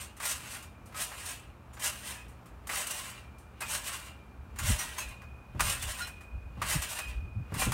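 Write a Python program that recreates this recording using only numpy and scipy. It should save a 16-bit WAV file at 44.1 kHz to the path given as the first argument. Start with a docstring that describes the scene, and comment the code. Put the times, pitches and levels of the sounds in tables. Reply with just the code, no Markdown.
"""Rasping springs and clacking hooks: someone bounces on a backyard trampoline, heard from beside its
steel frame, and lands heavily at the end. Each landing stretches the mat and springs, which rasp as they
load and again as they let go. Hooks clack and squeak; a spring rings on between bounces. Feet and body
slap the mat in the final landing. The higher jumps thud and fan puffs of air at the microphone, over a
low outdoor rumble."""
import sys
import numpy as np
from scipy import signal
from scipy.fft import rfft, irfft, next_fast_len
from scipy.io import wavfile
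from scipy.ndimage import uniform_filter1d, map_coordinates

SR = 44100
rng = np.random.default_rng(int(sys.argv[2]) if len(sys.argv) > 2 else 0)


def generate_wav(sig):
    """Save sig (samples, or channels by samples) to the path in sys.argv[1] as 16-bit PCM at SR."""
    pcm = np.round(np.clip(np.atleast_2d(sig).T, -1, 1) * 32767).astype(np.int16)
    wavfile.write(sys.argv[1], SR, pcm)


N = 340893
T = np.arange(N) / SR
EDGE_HZ = 15850

# landings: (touchdown [s], slap [dB], time to full stretch [s], swell [s per 20 dB], hold [s],
# stretch [dB], time on mat [s], ring [dB], spring left ringing [name])
BOUNCES = [(.2, -42, .06, .075, .056, -34.5, .36, -61, "low"),
           (.943, -43, .075, .125, .01, -35, .39, -70, "low"),
           (1.793, -54, .055, .06, .02, -31, .35, -66, "low"),
           (2.692, -31.5, .065, .13, .06, -35.5, .39, -57, "low"),
           (3.617, -33, .103, .065, .036, -33.5, .38, -59, "low"),
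           (4.586, -37, .098, .085, .04, -32.5, .42, -51.5, "high"),
           (5.594, -27.5, .11, .24, .016, -31.5, .43, -51, "high"),
           (6.616, -27, .085, .055, .042, -32, .375, -50, "high"),
           (7.541, -44, .058, .035, .036, -33, .4, -50, "high")]
# spring rasp spectrum: (frequency [Hz], level [dB])
RASP = [(300, -42), (900, -7), (2500, -4), (3800, -4), (4900, -4.5), (6000, -2), (7600, -1), (8800, 2.5),
        (10300, -4), (11200, -4), (13000, -8), (15800, -11.5)]


def amp(db):
    """Decibels to gain."""
    return 10 ** (np.asarray(db) / 20)


def unit(x):
    """Scales to rms 1."""
    return x / np.sqrt(np.mean(x ** 2) + 1e-20)


def add(mix, start_s, sound):
    """Mixes a sound in at start_s."""
    part = mix[max(round(start_s * SR), 0):][:len(sound)]
    part += sound[:len(part)]


def colour(x, points):
    """Filters x by (frequency [Hz], level [dB]) points on a log-frequency axis; rms 1."""
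    hz, db = np.transpose(points)
    size = next_fast_len(len(x))
    bins_hz = np.fft.rfftfreq(size, 1 / SR)
    gain = amp(np.interp(np.log(bins_hz + 1), np.log(hz), db))
    return unit(irfft(rfft(x, size) * gain, size)[:len(x)])


def drift(rate_hz):
    """Smooth random wander; rms 1."""
    knots, t = rng.standard_normal(N // 50), T[::20]
    return unit(np.interp(T, t, map_coordinates(knots, [t * rate_hz], order=2, mode="wrap")))


def strike(t, rise_s, t60_s):
    """Impact envelope: quick rise, exponential decay."""
    return (1 - np.exp(-t / rise_s)) * amp(-60 * t / t60_s)


def swell(peak_s, hold_s, db, rise_db_per_s, fall_db_per_s):
    """Gain that climbs to db at peak_s, holds, and falls away."""
    before_db = rise_db_per_s * np.maximum(peak_s - T, 0)
    after_db = fall_db_per_s * np.maximum(T - peak_s - hold_s, 0)
    return amp(np.maximum(db - before_db - after_db, -150))


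def slips(per_s, spread_db):
    """Tiny friction slips: random clicks, a few of them large; rms 1."""
    size = amp(spread_db * np.minimum(rng.exponential(1, N), 3))
    return unit(rng.choice([-1., 1.], N) * size * (rng.random(N) < per_s / SR))


def yard():
    """Distant outdoor rumble and a faint wavering hum."""
    # outdoor air: (frequency [Hz], level [dB])
    spectrum = [(25, -32), (40, -17), (62, -2.5), (90, -7.5), (125, -24), (150, -18), (210, -16.5),
                (320, -23), (470, -25.5), (620, -25), (1340, -27), (2000, -37.5), (2450, -35), (3300, -44),
                (5000, -49.5), (15500, -54.5)]
    air = amp(-51) * colour(rng.standard_normal(N), spectrum) * amp(.5 * drift(7.5))
    air = signal.sosfilt(signal.butter(4, 34, "high", fs=SR, output="sos"), air)
    hum = amp(-57.5) * np.sin(2 * np.pi * 120 * T + 0.85 * drift(5.8))
    return air + hum * (1 + .5 * np.tanh(drift(5)))


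def sliding():
    """How hard the springs slide: a surge as the mat sinks, light slipping under load, fits as it rises."""
    # springs sliding back: (time [s], hold [s], level [dB])
    recoils = [(.01, 0.0091, -42.5), (0.46, .035, -52.5), (0.522, 0.027, -44.5), (1.19, 0.036, -48.5),
               (1.262, .05, -42), (2.063, 0.05, -42.5), (2.903, 0.094, -41.5), (3.046, 0.061, -49),
               (3.175, 0.0066, -58), (3.866, 0.016, -38.5), (3.93, 0.013, -41), (4.057, 0.012, -54),
               (4.801, .02, -37), (4.993, 0.011, -42.5), (5.09, 0.0088, -55), (5.83, .01, -43.5),
               (5.887, 0.026, -40), (5.991, 0.02, -43), (6.83, 0.014, -40), (6.903, .025, -40),
               (6.96, 0.027, -42.5), (7.08, 0.015, -53.5)]
    grip_s, take_up_s, settle_s = 0.026, 0.049, 0.015  # settle: the mat quivers after the feet leave
    power = np.zeros(N)
    for s, _, delay_s, swell_s, hold_s, db, stay_s, _, _ in BOUNCES:
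        grip = np.clip((T - s) / grip_s, 0, 1)
        surge = grip * swell(s + delay_s, hold_s, db, rise_db_per_s=20 / swell_s, fall_db_per_s=297)
        loaded_s = stay_s + settle_s - take_up_s
        contact = swell(s + take_up_s, loaded_s, db=-51.5, rise_db_per_s=317, fall_db_per_s=206)
        power += surge ** 2 + contact ** 2
    for s, hold_s, db in recoils:
        power += swell(s, hold_s, db, rise_db_per_s=560, fall_db_per_s=272) ** 2
    return np.sqrt(power)


def jangle(x, t60_s, ring_db, count=4):
    """Adds dense ringing to x: decaying noise tails, with the drive wandering among them."""
    t = T[:SR // 3]
    shares = np.array([drift(22) for _ in range(count)])
    shares /= np.linalg.norm(shares, axis=0)
    tails = rng.standard_normal((count, len(t))) * amp(-60 * t / t60_s)
    tails /= np.linalg.norm(tails, axis=1, keepdims=True)
    return x + amp(ring_db) * signal.oaconvolve(x * shares, tails, axes=1).sum(0)[:N]


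def clinks(per_s, t60_s, count=28):
    """Coils touch one another: brief pings, each spring at its own pitch."""
    out, t = np.zeros(N), T[:SR // 12]
    pitches_hz = rng.uniform(3000, 12500, count)
    for when, which, size, life in rng.random((int(per_s * N / SR), 4)):
        shape = strike(t, rise_s=0.0028, t60_s=t60_s * (.5 + life))
        tone = np.sin(2 * np.pi * pitches_hz[int(which * count)] * t)
        add(out, when * N / SR, amp(28 * size ** 2) * shape * tone)
    return colour(out, RASP)


def groan():
    """The frame tubes creak with a low, hollow voice."""
    # tube resonances: (frequency [Hz], level [dB])
    spectrum = [(440, -50), (540, -11.5), (605, 6), (680, -21.5), (790, -2.5), (900, -12), (1300, -43)]
    return colour(slips(per_s=900, spread_db=0.87), spectrum)


def stretching():
    """Slips in the hooks and mat edge follow the load of each bounce; returns (springs, frame)."""
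    # frame scrape: (frequency [Hz], level [dB])
    spectrum = [(100, -18), (300, -15.5), (480, -9.5), (600, -4), (850, -3.5), (1100, 1.5), (1500, -2),
                (1900, 0.5), (2300, -2.5), (2800, 1.5), (3400, -5), (5000, -13), (9000, -24)]
    load = sliding()
    judder_db = drift(130)  # hooks move in fits
    rasp = colour(jangle(slips(per_s=5000, spread_db=2.6), t60_s=0.11, ring_db=-1), RASP)
    rasp += amp(-14) * clinks(per_s=380, t60_s=0.05)
    scrape = colour(jangle(slips(per_s=1500, spread_db=3.6), t60_s=0.089, ring_db=3), spectrum)
    scrape_db = -22.96 + 0.5745 * T + 0.16 * judder_db  # hardens as the jumps get higher
    springs = rasp * load * amp(judder_db)
    frame = scrape * load ** 0.56 * amp(scrape_db) + amp(-20) * load * groan()
    return springs, frame


def coils(x, t60_s):
    """The strongest resonances of the coil springs, struck by x."""
    # coil modes: (frequency [Hz], level [dB])
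    modes = [(610, -2), (790, -20), (1080, -12), (1230, 3), (1392, 14), (1680, 14), (2606, 12), (2828, 13),
             (3047, 7), (5830, -30), (7005, 16.5), (8010, 9), (8149, 11), (8393, -25), (8824, -19),
             (9170, -10)]
    t = T[:SR // 2]
    ring = sum(amp(db) * np.sin(2 * np.pi * (hz * t + rng.random())) for hz, db in modes)
    ring *= amp(-60 * t / t60_s)
    return signal.oaconvolve(x, ring / np.linalg.norm(ring))[:N]


def clacks():
    """Slaps on the mat and snapping hooks set the steel chattering; returns (springs, frame)."""
    # hooks snapping, and feet and body slapping the mat in the final landing:
    # (time [s], frame knock [dB], spring chink [dB])
    jolts = [(0.166, -53, -53), (0.199, -49, -46), (.229, -39, -51), (.252, -40, -34), (.312, -40, -48),
             (.624, -53, -49.5), (.857, -63, -58), (.923, -51, -74), (1.116, -40.5, -59),
             (1.733, -59, -55.5), (1.768, -48, -77), (1.794, -64, -44), (1.83, -42, -39), (2.282, -68, -60),
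             (2.457, -54.5, -60.5), (2.67, -44, -41.5), (2.733, -35, -44), (2.868, -39.5, -32.5),
             (2.908, -43, -33.5), (3.382, -68, -60), (3.605, -37, -38), (4.558, -49, -55),
             (4.586, -46, -36.5), (4.789, -34.5, -34), (4.982, -34.5, -34), (5.217, -49.5, -66),
             (5.605, -22.5, -26), (5.823, -46, -33), (6.069, -45, -45), (6.207, -52, -59.5),
             (6.819, -39.5, -34.5), (6.987, -32, -36.5), (7.519, -58, -66), (7.539, -46.5, -42.5),
             (7.618, -24.5, -45), (7.719, -27, -30.5)]
    # frame knock: (frequency [Hz], level [dB])
    spectrum = [(100, -12), (450, -8.5), (640, -4.5), (1150, 6), (1500, 1), (1900, 2.5), (2500, -2.5),
                (3400, -11.5), (5000, -12), (9000, -21)]
    chink, knock, t = np.zeros(N), np.zeros(N), T[:SR // 2]
    slap = strike(t, rise_s=0.002, t60_s=0.14)
    for s, slap_db, *_ in BOUNCES:
        add(chink, s, amp(slap_db - 13) * slap)
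        add(knock, s, amp(slap_db) * slap)
    for s, knock_db, chink_db in jolts:
        halvings = (max(knock_db, chink_db) + 38.5) / 19.5  # a harder jolt settles sooner
        jolt = strike(t, rise_s=0.0016, t60_s=.11 * .5 ** halvings)
        add(chink, s, amp(chink_db) * jolt)
        add(knock, s, amp(knock_db) * jolt)
    chink *= colour(slips(per_s=9000, spread_db=1.1), RASP)
    chink += amp(-11) * np.diff(chink, prepend=0)  # jolts are brighter than the steady rasp
    knock *= colour(slips(per_s=4000, spread_db=3.6), spectrum)
    return chink, knock


def rings(rise_s, t60_s):
    """A slack spring sings on as the feet leave; near pitches beat against each other."""
    # modes of two springs, by name: (frequency [Hz], level [dB])
    modes = {"low": [(2386, 0), (2396, -6), (2417, -9), (2251, -12)], "high": [(2454, 0), (2482, -1.5),
             (2523, -6.5)]}
    out, t = np.zeros(N), T[:2 * SR]
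    shape = strike(t, rise_s, t60_s)
    for s, *_, stay_s, ring_db, spring in BOUNCES:
        for hz, db in modes[spring]:
            tone = np.sin(2 * np.pi * (hz * t + rng.random()))
            add(out, s + stay_s, amp(ring_db + db) * shape * tone)
    return out


def squeaks(waver, overtone_db, fall_db_per_s):
    """Hooks stick and slip: brief tones of unsteady pitch, dying away in the spring."""
    # hook squeaks: (time [s], length [s], pitch [Hz], level [dB])
    events = [(.944, 0.033, 1271, -45), (1.726, 0.054, 7100, -64), (2.168, .08, 2520, -54),
              (2.9, .03, 5870, -48), (3.62, 0.028, 2510, -42), (4.579, 0.04, 6920, -49),
              (4.786, 0.025, 5810, -40), (4.803, .03, 1890, -46.5), (4.977, .03, 6450, -43),
              (4.999, 0.044, 2604, -44), (5.0, 0.051, 4060, -53), (5.808, .025, 3510, -47),
              (6.003, 0.032, 1433, -38), (6.012, .043, 4080, -45.5), (6.014, .044, 5375, -51),
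              (6.99, .12, 2500, -47), (7.587, .04, 764, -42.5), (7.595, 0.054, 2390, -40.5)]
    out, t, wander = np.zeros(N), T[:SR // 3], drift(220)
    for s, length_s, hz, db in events:
        pitch_hz = hz * (1 + waver * np.roll(wander, -round(s * SR))[:len(t)])
        phase = 2 * np.pi * np.cumsum(pitch_hz) / SR
        attack = np.minimum(t / (0.13 * length_s), 1)
        release = amp(-fall_db_per_s * np.maximum(t - 0.69 * length_s, 0))
        overtones = sum(np.sin(k * phase) for k in (2, 3) if k * hz < EDGE_HZ)
        tone = np.sin(phase) + amp(overtone_db) * overtones
        add(out, s, np.sqrt(2) * amp(db) * attack * release * tone)
    return out


def draught(from_s, lag_s, width_s):
    """Each high jump pushes air out from under the mat; the air stays stirred in between."""
    # turbulence at the microphone: (frequency [Hz], level [dB])
    spectrum = [(25, -10.5), (45, -3.5), (65, 2.5), (100, -7), (160, -17), (300, -28), (700, -48),
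                (3000, -84)]
    pushes = sum(np.exp(-.5 * ((T - s - lag_s) / width_s) ** 2) for s, *_ in BOUNCES if s > from_s)
    since_s = T - from_s
    breeze = np.clip(since_s, 0, 1) * amp(-59.5 + 2 * since_s + 5.5 * drift(7.8))
    swirl = colour(rng.standard_normal(N), spectrum)
    swirl /= np.sqrt(uniform_filter1d(abs(signal.hilbert(swirl)) ** 2 / 2, size=500))  # even strength
    return swirl * np.hypot(amp(-41.5) * pushes, breeze)


def puffs(min_hz, cycles_per_half):
    """Eddies strike the microphone port: a few uneven pressure swings each, faster in brief puffs."""
    # strongest eddies: (centre [s], half length [s], level [dB])
    eddies = [(4.412, 0.021, -43.5), (4.638, 0.013, -33), (4.71, 0.0081, -32.5), (4.711, 0.023, -24.5),
              (5.077, .034, -41.5), (5.567, 0.015, -37.5), (5.652, .05, -36.5), (5.878, .035, -39.5),
              (6.358, .025, -36.5), (6.457, 0.018, -40.5), (6.763, 0.00724, -28), (6.786, 0.022, -35),
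              (7.099, .03, -39), (7.176, 0.0166, -31.5), (7.242, .016, -38.5), (7.374, 0.011, -30.5),
              (7.412, .014, -37), (7.538, 0.0098, -32), (7.668, 0.0053, -35.5), (7.704, .035, -35.5)]
    out = np.zeros(N)
    wander = 2 ** (0.452 * drift(110))
    for s, half_s, db in eddies:
        near = abs(T - s) < 5 * half_s
        centre_hz = max(min_hz, cycles_per_half / half_s)
        turns = np.cumsum(centre_hz * wander[near]) / SR + rng.random()
        swing = np.sin(2 * np.pi * turns) + amp(-15.5) * np.sin(2 * np.pi * (2 * turns + rng.random()))
        shape = np.exp(-.5 * ((T[near] - s) / half_s) ** 2)
        out[near] += np.sqrt(2) * amp(db) * shape * swing
    return out


def thuds():
    """Feet and body meet the mat; the taut fabric gives a short, dull flap."""
    # blows on the mat: (time [s], level [dB], t60 [s])
    blows = [(4.54, -46.5, 0.15), (5.548, -37, 0.27), (5.597, -47, 0.14), (6.571, -40.5, 0.33),
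             (7.521, -26, 0.069), (7.559, -35.5, 0.26), (7.62, -38.5, 0.1), (7.666, -27, 0.19)]
    # fabric flap: (frequency [Hz], level [dB])
    spectrum = [(50, -12), (130, 7), (320, -10.5), (520, -16), (1200, -18), (4000, -50)]
    envelope, t = np.zeros(N), T[:SR // 2]
    for s, db, t60_s in blows:
        add(envelope, s, amp(db) * strike(t, rise_s=0.00056, t60_s=t60_s))
    return envelope * colour(slips(per_s=3000, spread_db=1.6), spectrum)


def scene():
    """The trampoline, the air it moves and the yard; mono."""
    rasp, scrape = stretching()
    chink, knock = clacks()
    springs, frame = rasp + chink, scrape + knock
    ringing = coils(springs, t60_s=.17) + coils(frame, t60_s=.17)
    steel = springs + frame + amp(-15.5) * ringing
    trampoline = steel + squeaks(waver=0.0096, overtone_db=-19, fall_db_per_s=380) + thuds()
    trampoline = jangle(trampoline, t60_s=0.44, ring_db=-15.5)  # weak scatter from fence and yard
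    trampoline += rings(rise_s=0.0019, t60_s=2.03)
    air = puffs(min_hz=60.45, cycles_per_half=1.25) + draught(from_s=4.3, lag_s=0.067, width_s=0.092)
    return (trampoline + air + yard())[None]


def record(dry):
    """The microphone sheds the deepest bass; then the band limit."""
    heard = signal.sosfilt(signal.butter(3, 30, "high", fs=SR, output="sos"), dry)
    lowpass = signal.firwin(511, EDGE_HZ, window=("kaiser", 9), fs=SR)
    return signal.oaconvolve(heard, lowpass[None], "same")


dry = scene()
out = record(dry)
generate_wav(out)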